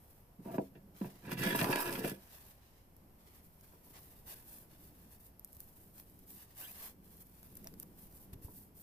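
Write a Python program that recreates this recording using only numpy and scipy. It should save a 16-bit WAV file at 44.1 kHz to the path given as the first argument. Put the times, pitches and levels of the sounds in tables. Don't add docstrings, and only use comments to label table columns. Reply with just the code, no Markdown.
import sys
import numpy as np
from scipy import signal
from scipy.fft import rfft, irfft
from scipy.io import wavfile
from scipy.ndimage import uniform_filter1d

SR = 44100
rng = np.random.default_rng(int(sys.argv[2]) if len(sys.argv) > 2 else 0)


def wav_out(sig):
    wavfile.write(sys.argv[1], SR, np.round(np.clip(np.atleast_2d(sig).T, -1, 1) * 32767).astype(np.int16))


N = 388962
T = np.arange(N) / SR
APART_HZ, LEFT_DB = 617, -0.35

# time in seconds, load on the table in dB, bite on the grit in dB.
DRAG = [(1.225, -58, -70), (1.257, -43.5, -58.5), (1.305, -45.5, -55), (1.315, -39, -46.5),
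        (1.343, -38, -51), (1.361, -48, -60), (1.387, -38.5, -47), (1.461, -33.5, -42), (1.579, -40, -44),
        (1.611, -30.5, -40), (1.645, -40, -47.5), (1.677, -34.5, -49), (1.75, -39.5, -42),
        (1.769, -37.5, -40), (1.83, -39.5, -44), (1.87, -40.5, -45), (2.029, -40, -49.5),
        (2.045, -38, -47.5), (2.107, -51, -51), (2.129, -52, -57), (2.19, -66, -75)]
# frequency in Hz, relative level in dB.
GRIT_SPECTRUM = [(2500, -9.5), (3800, -13), (5400, -13.5), (7500, -15.5), (9500, -11.5), (11500, -9.5),
                 (13200, -5), (15000, -12), (16000, -11.5)]
# frequency in Hz, relative level in dB.
RASP_SPECTRUM = [(150, -14), (400, 10.5), (900, 1.5), (1600, 1), (3200, -2), (5500, -3.5), (9000, -9)]


def knocks(spots):
    # time in seconds, level in dB, contact cut-off in Hz, table top and hollow shares in dB.
    blows = [(0.391, -36, 192, -5, 10), (0.457, -32, 500, -3.5, 7), (0.5435, -31.5, 1300, -13, -3),
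             (0.551, -31.5, 378, 0, -3), (0.582, -18.5, 760, -5, 4), (0.586, -35, 417, -9, 14),
             (0.599, -29, 480, -20, -4), (0.754, -48, 2500, 2, -4), (1.011, -24.5, 420, 0, -3),
             (1.015, -39, 3000, -11, 10), (1.0445, -37.5, 2200, 2, 4.5), (1.051, -38.5, 328, 4.5, 0),
             (1.291, -42.5, 1800, -1, 13), (1.316, -33, 5000, -9, 5), (1.472, -37, 6000, -16, -8),
             (1.505, -46, 6000, 6, -8), (1.548, -24.5, 1300, -22, 13), (1.614, -24, 3500, -5, -5),
             (1.632, -36, 900, 11, 2), (1.643, -32.5, 1800, -7, 19), (1.667, -26, 900, -11, -1),
             (1.691, -18.5, 474, -7, 2), (1.73, -31, 8000, -7, 13), (1.757, -27, 2500, -11.5, -7),
             (1.8, -34, 2520, -15, 5), (1.826, -54, 1200, -8, 9), (2.044, -23, 1400, -11, -8),
             (2.115, -30.5, 800, -2.5, -11), (3.733, -54.5, 700, -15, 18), (3.867, -53.5, 700, -14.5, 14),
             (3.904, -51, 700, -8, 10), (3.959, -59, 1200, -8, 6), (7.66, -52, 1100, -9, 9),
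             (7.831, -56.5, 1600, -8, 10), (8.482, -45, 800, -20, 10)]
    out = np.zeros((2, N))
    for k, (s, db, cutoff_hz, table_db, hollow_db) in enumerate(blows):
        parts = zip(shares(table_db, hollow_db), spots[k % len(spots)])
        blow = sum(share * response / np.abs(response).max() for share, response in parts)
        hz = np.fft.rfftfreq(blow.shape[1], 1 / SR)
        add(out, s, undb(db) * irfft(rfft(blow) * compliance(hz, cutoff_hz)))
    return out


def scrape(spots):
    # start and length in seconds,
    # level in dB, contact cut-off in Hz, table top and hollow shares in dB.
    rubs = [(0.372, 0.059, -52, 200, 2.5, 8), (0.443, 0.12, -46.5, 700, -2, 6),
            (0.704, 0.24, -60, 300, 4.5, -10), (0.743, 0.012, -58, 4000, 3, -10),
            (1.038, 0.039, -52, 1320, -2, -3), (1.108, 0.092, -65.5, 600, 4, 4)]
    part_hz = [170, 400, 950, 2000]
    slips = impulses(per_s=320, spread_db=-0.5)
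    spray = 0.46 + unit(relax(slips, seconds=0.035))
    grit = unit(impulses(per_s=2300, spread_db=5.5) * rng.standard_normal(N) * spray)
    jolts = unit(slips - slips.mean())
    forces = np.array([jolts, jolts, unit(1.07 * jolts + grit), unit(0.37 * jolts + grit)])
    drive = drag()
    for s, length, db, cutoff_hz, table_db, hollow_db in rubs:
        coupling = shares(table_db, hollow_db) * np.abs(compliance(part_hz, cutoff_hz))
        drive[:4] += undb(db) * np.outer(coupling, swell(s, length, attack_s=0.0093, release_s=0.014))
    crackle = unit(spray * fractures(per_s=4500, spread_db=3, spectrum=GRIT_SPECTRUM))
    ringing = moving_contact(forces * drive[:4], spots)
    catches = undb(5 + 2 * walk(70))
    return ringing + plaster_ring(drive[4] * catches * crackle)


def drag():
    # level in dB, change at one place in dB, time of passing it and
    # half width in seconds, drift in dB per second.
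    passage = [(-4.5, -20, 1.766, 0.096, -5.5), (-5, 0.5, 1.9, 0.28, 6), (-16, 13.5, 1.768, 0.2, 2),
               (-0.5, 5.5, 1.41, 0.13, -2.5), (-6.5, 15, 2.406, 0.32, 0)]
    # start and length in seconds, level in dB.
    judders = [(1.422, 0.033, -49.5), (1.481, .035, -51), (1.587, 0.035, -45), (1.725, 0.0067, -33.5),
               (1.754, 0.035, -47), (1.874, 0.026, -51), (2.03, 0.017, -53)]
    load, bite = gain_curves(DRAG)
    drive = np.array([load, load, load, bite, bite])
    for part, (db, change_db, s, width, drift) in enumerate(passage):
        drive[part] *= undb(db + change_db * np.exp(-((T - s) / width) ** 2) + drift * (T - s))
    for s, length, db in judders:
        drive[3] += undb(db) * swell(s, length, attack_s=0.002, release_s=0.0027)
    return drive


def moving_contact(forces, spots, size=8192):
    # time in seconds, centre in Hz.
    rasp_centre = [(1.3, 1890), (1.47, 2100), (1.62, 1750), (1.76, 1400), (1.86, 1350), (2.1, 1640)]
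    out = np.zeros((2, N))
    window = np.sin(np.pi * np.arange(size) / size) ** 1.5
    for k, i in enumerate(range(0, int(DRAG[-1][0] * SR), size // 2)):
        *others, rim = forces[:, i:i + size] * window
        hz = np.interp(T[i + size // 2], *np.transpose(rasp_centre))
        rim = colour(rim, [(hz / 2, -3), (hz, 1), (2 * hz, -3)])
        for force, response in zip((*others, rim), spots[k % len(spots)]):
            add(out, i / SR, signal.fftconvolve(force[None], response, axes=1))
    return out


def contact_spot():
    # frequency in Hz, relative height in dB, 60 dB decay time in seconds.
    top_modes = [(144.3, -2.5, 0.18), (181.5, -6.5, 0.1), (194.2, -6, 0.26)]
    board_modes = [(270.7, -1, 0.36), (295.3, 6, 0.11), (359, 3.5, 0.079), (413, -5, 0.061),
                   (474, -14, 0.14), (504, -12.5, 0.23), (652, 0, 0.14)]
    hollow_modes = [(907, 0.5, 0.1), (944, 8, 0.11), (985, 8.5, 0.13), (1160, 2.5, 0.069), (1337, 1, 0.1),
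                    (1437, -1, 0.083)]
    rim_modes = [(1540, -6, 0.067), (1690, 10, 0.04), (1800, 5.5, 0.075), (1940, 1, 0.031),
                 (2034, -3, 0.084), (2134, -8, 0.084), (2393, 4.5, 0.05), (2490, 4, 0.068),
                 (2605, -3, 0.046), (2714, 1, 0.04), (3240, -6.5, 0.028), (3400, -2, 0.04),
                 (3810, 0, 0.067), (4500, 2, 0.077)]
    # frequency in Hz, relative level in dB.
    top_wash = [(60, -47), (100, -22), (135, -1.5), (220, -2), (300, -14), (600, -41)]
    board_wash = [(150, -41), (250, -11), (340, 1), (450, -2), (680, -4.5), (850, -13), (1500, -47)]
    hollow_wash = [(400, -41), (740, 4), (950, 24), (1400, -10), (1900, -15), (4000, -82)]
    rim_wash = [(900, -21), (1500, 8.5), (1950, -2), (2500, 10), (3100, 6), (4600, -8), (6500, -2.5),
                (12000, -31)]
    return (resonator(top_modes, top_wash, wash_db=-3.5, wash_t60=0.027, left_db=-2.0),
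            resonator(board_modes, board_wash, wash_db=-0.5, wash_t60=0.15, left_db=0.7),
            resonator(hollow_modes, hollow_wash, wash_db=-0.5, wash_t60=0.011, left_db=-3.2, detune=0.005),
            resonator(rim_modes, rim_wash, wash_db=-5, wash_t60=0.035, left_db=-2.6, detune=0.01))


def resonator(modes, spectrum, wash_db, wash_t60, left_db, detune=0, spread_db=3.5, size=8192):
    t = T[:size]
    hz, db, t60 = np.transpose(modes)[:, :, None]
    heights = undb(db + spread_db * rng.standard_normal(db.shape)) / t60
    hz = hz * (1 + detune * rng.standard_normal(hz.shape))
    lag = np.minimum((hz / APART_HZ) ** 4, 1) * np.pi / 4 * (-1) ** np.arange(len(hz))[:, None]
    phase = 2 * np.pi * hz * t
    ring = np.array([heights[:, 0] @ (decay(t, t60) * np.sin(phase + side * lag)) for side in (1, -1)])
    wash = noise(spectrum, size) * decay(t, wash_t60)
    band = signal.butter(3, [0.75 * modes[0][0], 1.4 * modes[-1][0]], "band", fs=SR, output="sos")
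    left, right = signal.sosfilt(band, unit(ring) + undb(wash_db) * unit(wash))
    return np.array([unit(left) * undb(left_db / 2), unit(right) * undb(-left_db / 2)]) / np.sqrt(size)


def shares(table_db, hollow_db):
    part_db = [-3.5, -2.6, -9.5, -1.5]
    return undb(np.add(part_db, [table_db, 0, hollow_db, 0]))


def compliance(hz, cutoff_hz):
    return 1 / (1 + 1j * np.asarray(hz) / cutoff_hz) ** 2


def crunches(cracks_per_s=840, size=4096):
    # time in seconds, relative level in dB, decay time in seconds, tilt in dB per octave.
    crushed_grains = [(1.317, -31, 0.0044, -0.5), (1.328, -33.5, 0.0088, 0), (1.377, -43, 0.005, -3),
                      (1.435, -25, 0.0062, -2), (1.478, -32, 0.0044, 1), (1.519, -34, .004, 0),
                      (1.559, -22, 0.006, 9), (1.59, -23.5, 0.005, -1.5), (1.602, -27, 0.0063, 3),
                      (1.6126, -24.5, 0.0061, -3.5), (1.626, -27, 0.012, 3), (1.643, -26.5, 0.0043, -6),
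                      (1.726, -28.5, 0.007, -7), (1.758, -22, 0.0023, -3), (1.805, -32, 0.0044, 9),
                      (1.926, -33, 0.0061, 1), (1.953, -35.5, 0.016, -6), (1.98, -37, 0.011, 11),
                      (2.046, -37, 0.014, -10), (2.076, -35, .005, -2), (2.095, -31, 0.0075, 2)]
    out, t = np.zeros((2, N)), T[:size]
    for s, db, decay_s, tilt in crushed_grains:
        spectrum = [(hz, level + tilt * np.log2(hz / GRIT_SPECTRUM[0][0])) for hz, level in GRIT_SPECTRUM]
        cracks = (rng.random(size) < cracks_per_s / SR) | (t == 0)
        bursts = unit(1 + 0.87 * relax(cracks, seconds=0.00026))
        add(out, s, undb(db - 5.5) * bursts * noise(spectrum, size) * np.exp(-t / decay_s))
    return plaster_ring(out)


def fractures(per_s, spread_db, spectrum, size=64):
    when, pitch, chance, turn = rng.random((int(per_s * N / SR), 4)).T[:, :, None]
    strength = undb(-spread_db * np.log(np.maximum(chance, 0.01)))
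    phase = np.pi * (0.1 + 0.62 * pitch) * np.arange(size)
    place = ((when * (N - size)).astype(int) + np.arange(size)).ravel()
    fade = strength * np.exp(-T[:size] / 0.00013)
    pair = [np.bincount(place, (fade * np.sin(phase + lag)).ravel(), N) for lag in (0, 2 * np.pi * turn)]
    return unit(colour(np.array(pair), spectrum) * undb([[LEFT_DB / 2], [-LEFT_DB / 2]]))


def plaster_ring(grit, ring_db=1.5, size=2048):
    response = rng.standard_normal((2, size)) * decay(T[:size], t60=0.014)
    response /= np.linalg.norm(response, axis=1, keepdims=True)
    return blend(grit, signal.fftconvolve(grit, response, axes=1)[:, :N], ring_db)


def hands(grip_from_s=3.23):
    # middle and length in seconds, relative hiss level in dB, rasp against hiss in dB.
    strokes = [(0.11, 0.28, -69.5, -11), (0.486, 0.19, -68.5, -3.5), (0.545, 0.076, -59.5, -3.5),
               (0.63, 0.15, -69, -1.5), (1.03, 0.2, -62.5, -1), (1.177, 0.44, -70.5, 1.5),
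               (2.29, 0.32, -66.5, -1), (2.41, 0.39, -64, -4.5), (2.7, 0.38, -79, 6.5),
               (2.99, 0.077, -81, -6), (3.31, 0.3, -71, -0.5), (3.363, 0.084, -65.5, -6.5),
               (3.452, 0.066, -66, -14), (3.71, 0.35, -69.5, -5), (3.878, .14, -66, -8),
               (3.963, 0.073, -67, 5.5), (4.053, 0.42, -63, -8), (4.298, 0.082, -52.5, -7.5),
               (4.324, 0.12, -57.5, -4), (4.395, 0.1, -59.5, -7), (4.545, 0.25, -57.5, -11.5),
               (4.735, 0.096, -68.5, -1.5), (4.842, 0.18, -63.5, -8.5), (5.018, 0.24, -67.5, -6.5),
               (5.144, 0.095, -66, -6.5), (5.248, 0.15, -65, -12), (5.603, 0.26, -63.5, -15.5),
               (5.612, 0.029, -66, -13), (5.689, 0.037, -64, -9), (5.798, 0.5, -69.5, -29),
               (5.986, 0.11, -60, -10), (6.144, 0.99, -72, -8), (6.33, 0.15, -55.5, -15.5),
               (6.408, 0.13, -59, -5.5), (6.57, 0.32, -66, -3), (6.648, 0.23, -51, -9.5),
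               (6.827, 0.23, -52, -6), (7.126, 0.23, -65, -9.5), (7.213, 0.048, -60.5, -14),
               (7.45, 0.42, -67.5, -7.5), (7.637, 0.22, -65, -7), (7.667, 0.047, -69, 1.5),
               (7.812, .065, -62, -11), (7.87, 0.5, -73.5, -11), (8.022, 0.16, -60, -13.5),
               (8.18, 0.22, -62.5, -15.5), (8.337, 0.02, -61.5, -3.5), (8.444, 0.069, -58.5, -13),
               (8.563, 0.28, -60, -19), (8.806, 0.13, -57.5, -17)]
    # frequency in Hz, relative level in dB.
    hiss_spectrum = [(1760, -28), (3200, -12.5), (4320, -8), (6480, -5.5), (13300, 10.5), (15000, 9.5),
                     (16000, -36)]
    grip = undb(-80 + 3.5 * walk(12)) * np.clip((T - grip_from_s) / 0.18, 0, 1)
    hiss_power, rasp_power = grip ** 2, (undb(-11.5) * grip) ** 2
    for s, length, db, rasp_db in strokes:
        speed = np.cos(np.pi * (T - s) / length) * (np.abs(T - s) < length / 2)
        power = (undb(db) * speed) ** 2
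        hiss_power += power
        rasp_power += undb(rasp_db) ** 2 * power
    texture = undb(walk(70) + 0.64 * walk(450))
    specks = undb(-15.5) * fractures(per_s=520, spread_db=3, spectrum=hiss_spectrum)
    snags = undb(-12) * fractures(per_s=45, spread_db=2.5, spectrum=hiss_spectrum)
    hiss = undb(2) * np.sqrt(hiss_power) * (noise(hiss_spectrum) + specks + snags)
    rasp = undb(3) * np.sqrt(rasp_power) * noise(RASP_SPECTRUM)
    return table_reflection(texture * (hiss + rasp))


def table_reflection(direct, delay_s=0.001095, wander=0.0996):
    bounce = [np.interp(T - delay_s * (1 + wander * walk(3)), T, side) for side in direct]
    return blend(direct, np.array(bounce), db=-5.5)


def flexing():
    # time in seconds, relative level in dB.
    flex_levels = [(2.2, -73), (2.4, -86), (3.05, -63), (3.2, -70), (4.14, -69.5), (5.02, -63), (5.22, -72),
                   (6.37, -61), (6.4, -72.5), (7.07, -61.5), (7.32, -67.5), (7.66, -55.5), (8.23, -66),
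                   (8.34, -56), (8.8, -64), (8.82, -76)]
    # frequency in Hz, relative level in dB.
    flex_spectrum = [(60, 1.5), (140, 1.5), (183, 9), (235, 0), (285, 0.5), (450, -7.5), (650, -21),
                     (1000, -58)]
    return undb(-0.5) * gain_curves(flex_levels)[0] * noise(flex_spectrum)


def squeaks():
    # start and length in seconds, first and last pitch in Hz, relative level in dB.
    glides = [(0.465, 0.051, 647, 666, -47.5), (0.506, 0.027, 704, 676, -51), (0.531, 0.032, 683, 647, -43),
              (0.574, 0.033, 672, 627, -39), (6.58, 0.13, 1350, 1866, -62), (6.598, 0.058, 2350, 3150, -61),
              (6.621, 0.059, 2910, 3450, -56.5), (6.662, 0.06, 2300, 2810, -62.5),
              (7.643, 0.036, 610, 690, -58.5)]
    out = np.zeros((2, N))
    for s, length, start_hz, end_hz, db in glides:
        size = int(length * SR)
        hz = np.linspace(start_hz, end_hz, size) * (1 + 0.038 * walk(900)[:size])
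        phase = 2 * np.pi * np.cumsum(hz) / SR
        add(out, s, undb(db + 3.5) * np.hanning(size) * quadrature(phase))
    return out


def ticks(size=2048):
    # time in seconds, snap peak in dB, mid-range share in dB, ring pitch in Hz.
    releases = [(2.966, -45, -30, 13100), (3.61, -45, -22, 13000), (5.3954, -36.5, -44, 12700),
                (5.447, -31.5, -50, 11940), (5.476, -49, -30, 12500), (5.523, -46, -26, 13000),
                (5.53, -38, -17, 10900), (5.568, -40, -6, 12300), (5.604, -32, -13, 13700),
                (5.981, -44, 6, 12100), (5.9995, -36.5, 1, 13100), (6.099, -49, -20, 12500),
                (6.191, -46, -20, 13000), (7.43, -42, 4, 12500), (7.554, -40, -27, 13600),
                (7.569, -35.5, -22, 13800), (7.572, -36, -10, 10600), (7.644, -36, -3, 13600),
                (7.672, -33, 1, 5600), (7.7395, -44, 9, 11500), (7.7997, -26, -25, 10000),
                (7.827, -34, -18, 13000), (7.8302, -34.5, -1, 13800), (8.332, -42.5, -8, 12000)]
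    # frequency in Hz, relative level in dB.
    snap_spectrum = [(2000, -75), (5000, -7), (7500, -6.5), (10000, -1.5), (13000, 13), (16000, -6.5)]
    out, t = np.zeros((2, N)), T[:size]
    for s, db, mid_db, hz in releases:
        fizz = (np.exp(-t / 0.0008) + undb(-15) * np.exp(-t / 0.005)) * rng.standard_normal((2, size))
        force = np.roll((t == 0) + 0.7 * fizz, size // 2, axis=1)
        snap = colour(force, snap_spectrum) + undb(mid_db) * colour(force, RASP_SPECTRUM)
        ring = quadrature(2 * np.pi * hz * t) * decay(t, t60=0.013)
        add(out, s - t[size // 2], undb(db) * snap / np.abs(snap).max())
        add(out, s, undb(db - 11) * ring)
    return out


def thumps(size=4096):
    # time in seconds, relative level in dB, pitch in Hz.
    landings = [(8.331, -43.5, 92), (8.356, -51, 114), (8.447, -41, 77.5), (8.491, -48.5, 145)]
    out, t = np.zeros((2, N)), T[:size]
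    for s, db, hz in landings:
        swing = np.sin(2 * np.pi * hz * t) * (1 - np.exp(-t / 0.00089)) * np.exp(-t / 0.0061)
        add(out, s, undb(db + 7.5) * swing[None])
    return out


def air():
    # frequency in Hz, relative spectral density in dB.
    air_spectrum = [(12, 0.5), (20, -0.5), (74, 3.5), (198, -6), (574, -14), (949, -17.5), (1290, -24.5),
                    (3250, -31.5), (3630, -35), (5530, -32.5), (6360, -36.5), (10200, -31), (13200, -20.5),
                    (14700, -39), (16000, -30)]
    return undb(-62 + 0.5 * walk(2.72)) * noise(air_spectrum)


def noise(spectrum, size=N):
    hz = np.fft.rfftfreq(size, 1 / SR)
    apart = hz ** 6 / (hz ** 6 + APART_HZ ** 6)
    mid, side = rfft(rng.standard_normal((2, size)))
    side *= np.sqrt(0.036 + apart)
    tilt = undb(LEFT_DB * apart / 2)
    pair = irfft(np.array([(mid + side) * tilt, (mid - side) / tilt]), size)
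    return unit(colour(pair, spectrum))


def colour(x, spectrum):
    hz, db = np.transpose(spectrum)
    f = np.maximum(np.fft.rfftfreq(x.shape[-1], 1 / SR), 1)
    return irfft(rfft(x) * undb(np.interp(np.log(f), np.log(hz), db)), x.shape[-1])


def walk(per_s):
    hold = int(SR / per_s)
    steps = np.repeat(rng.standard_normal(N // hold + 1), hold)
    return 2.18 * uniform_filter1d(uniform_filter1d(steps, hold), hold)[:N]


def impulses(per_s, spread_db):
    return unit((rng.random(N) < per_s / SR) * undb(spread_db * np.clip(rng.standard_normal(N), -2, 2)))


def gain_curves(table):
    s, *columns = np.transpose(table)
    return np.array([undb(np.interp(T, s, db)) for db in columns]) * (T >= s[0]) * (T <= s[-1])


def swell(start, length, attack_s, release_s):
    return np.clip((T - start) / attack_s, 0, 1) * np.exp(-np.clip((T - start - length) / release_s, 0, 20))


def relax(x, seconds):
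    return signal.lfilter([1], [1, -np.exp(-1 / (seconds * SR))], x)


def decay(t, t60):
    return np.exp(-np.log(1000) * t / t60)


def quadrature(phase):
    return np.array([np.sin(phase), np.cos(phase)])


def blend(x, other, db):
    return (x + undb(db) * other) / np.hypot(1, undb(db))


def add(out, s, sound):
    i = int(s * SR)
    out[:, i:i + sound.shape[1]] += sound[:, :N - i]


def undb(db):
    return 10 ** (np.asarray(db) / 20)


def unit(x):
    return x / np.sqrt(np.mean(x ** 2))


def scene():
    spots = [contact_spot() for _ in range(7)]
    background = air()
    shell = scrape(spots) + knocks(spots) + crunches()
    mould = hands() + flexing() + squeaks() + ticks() + thumps()
    return shell + mould + background


def record(dry, cutoff_hz=15500):
    return signal.sosfilt(signal.ellip(10, 0.2, 70, cutoff_hz, fs=SR, output="sos"), dry)


dry = scene()
out = record(dry)
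wav_out(out)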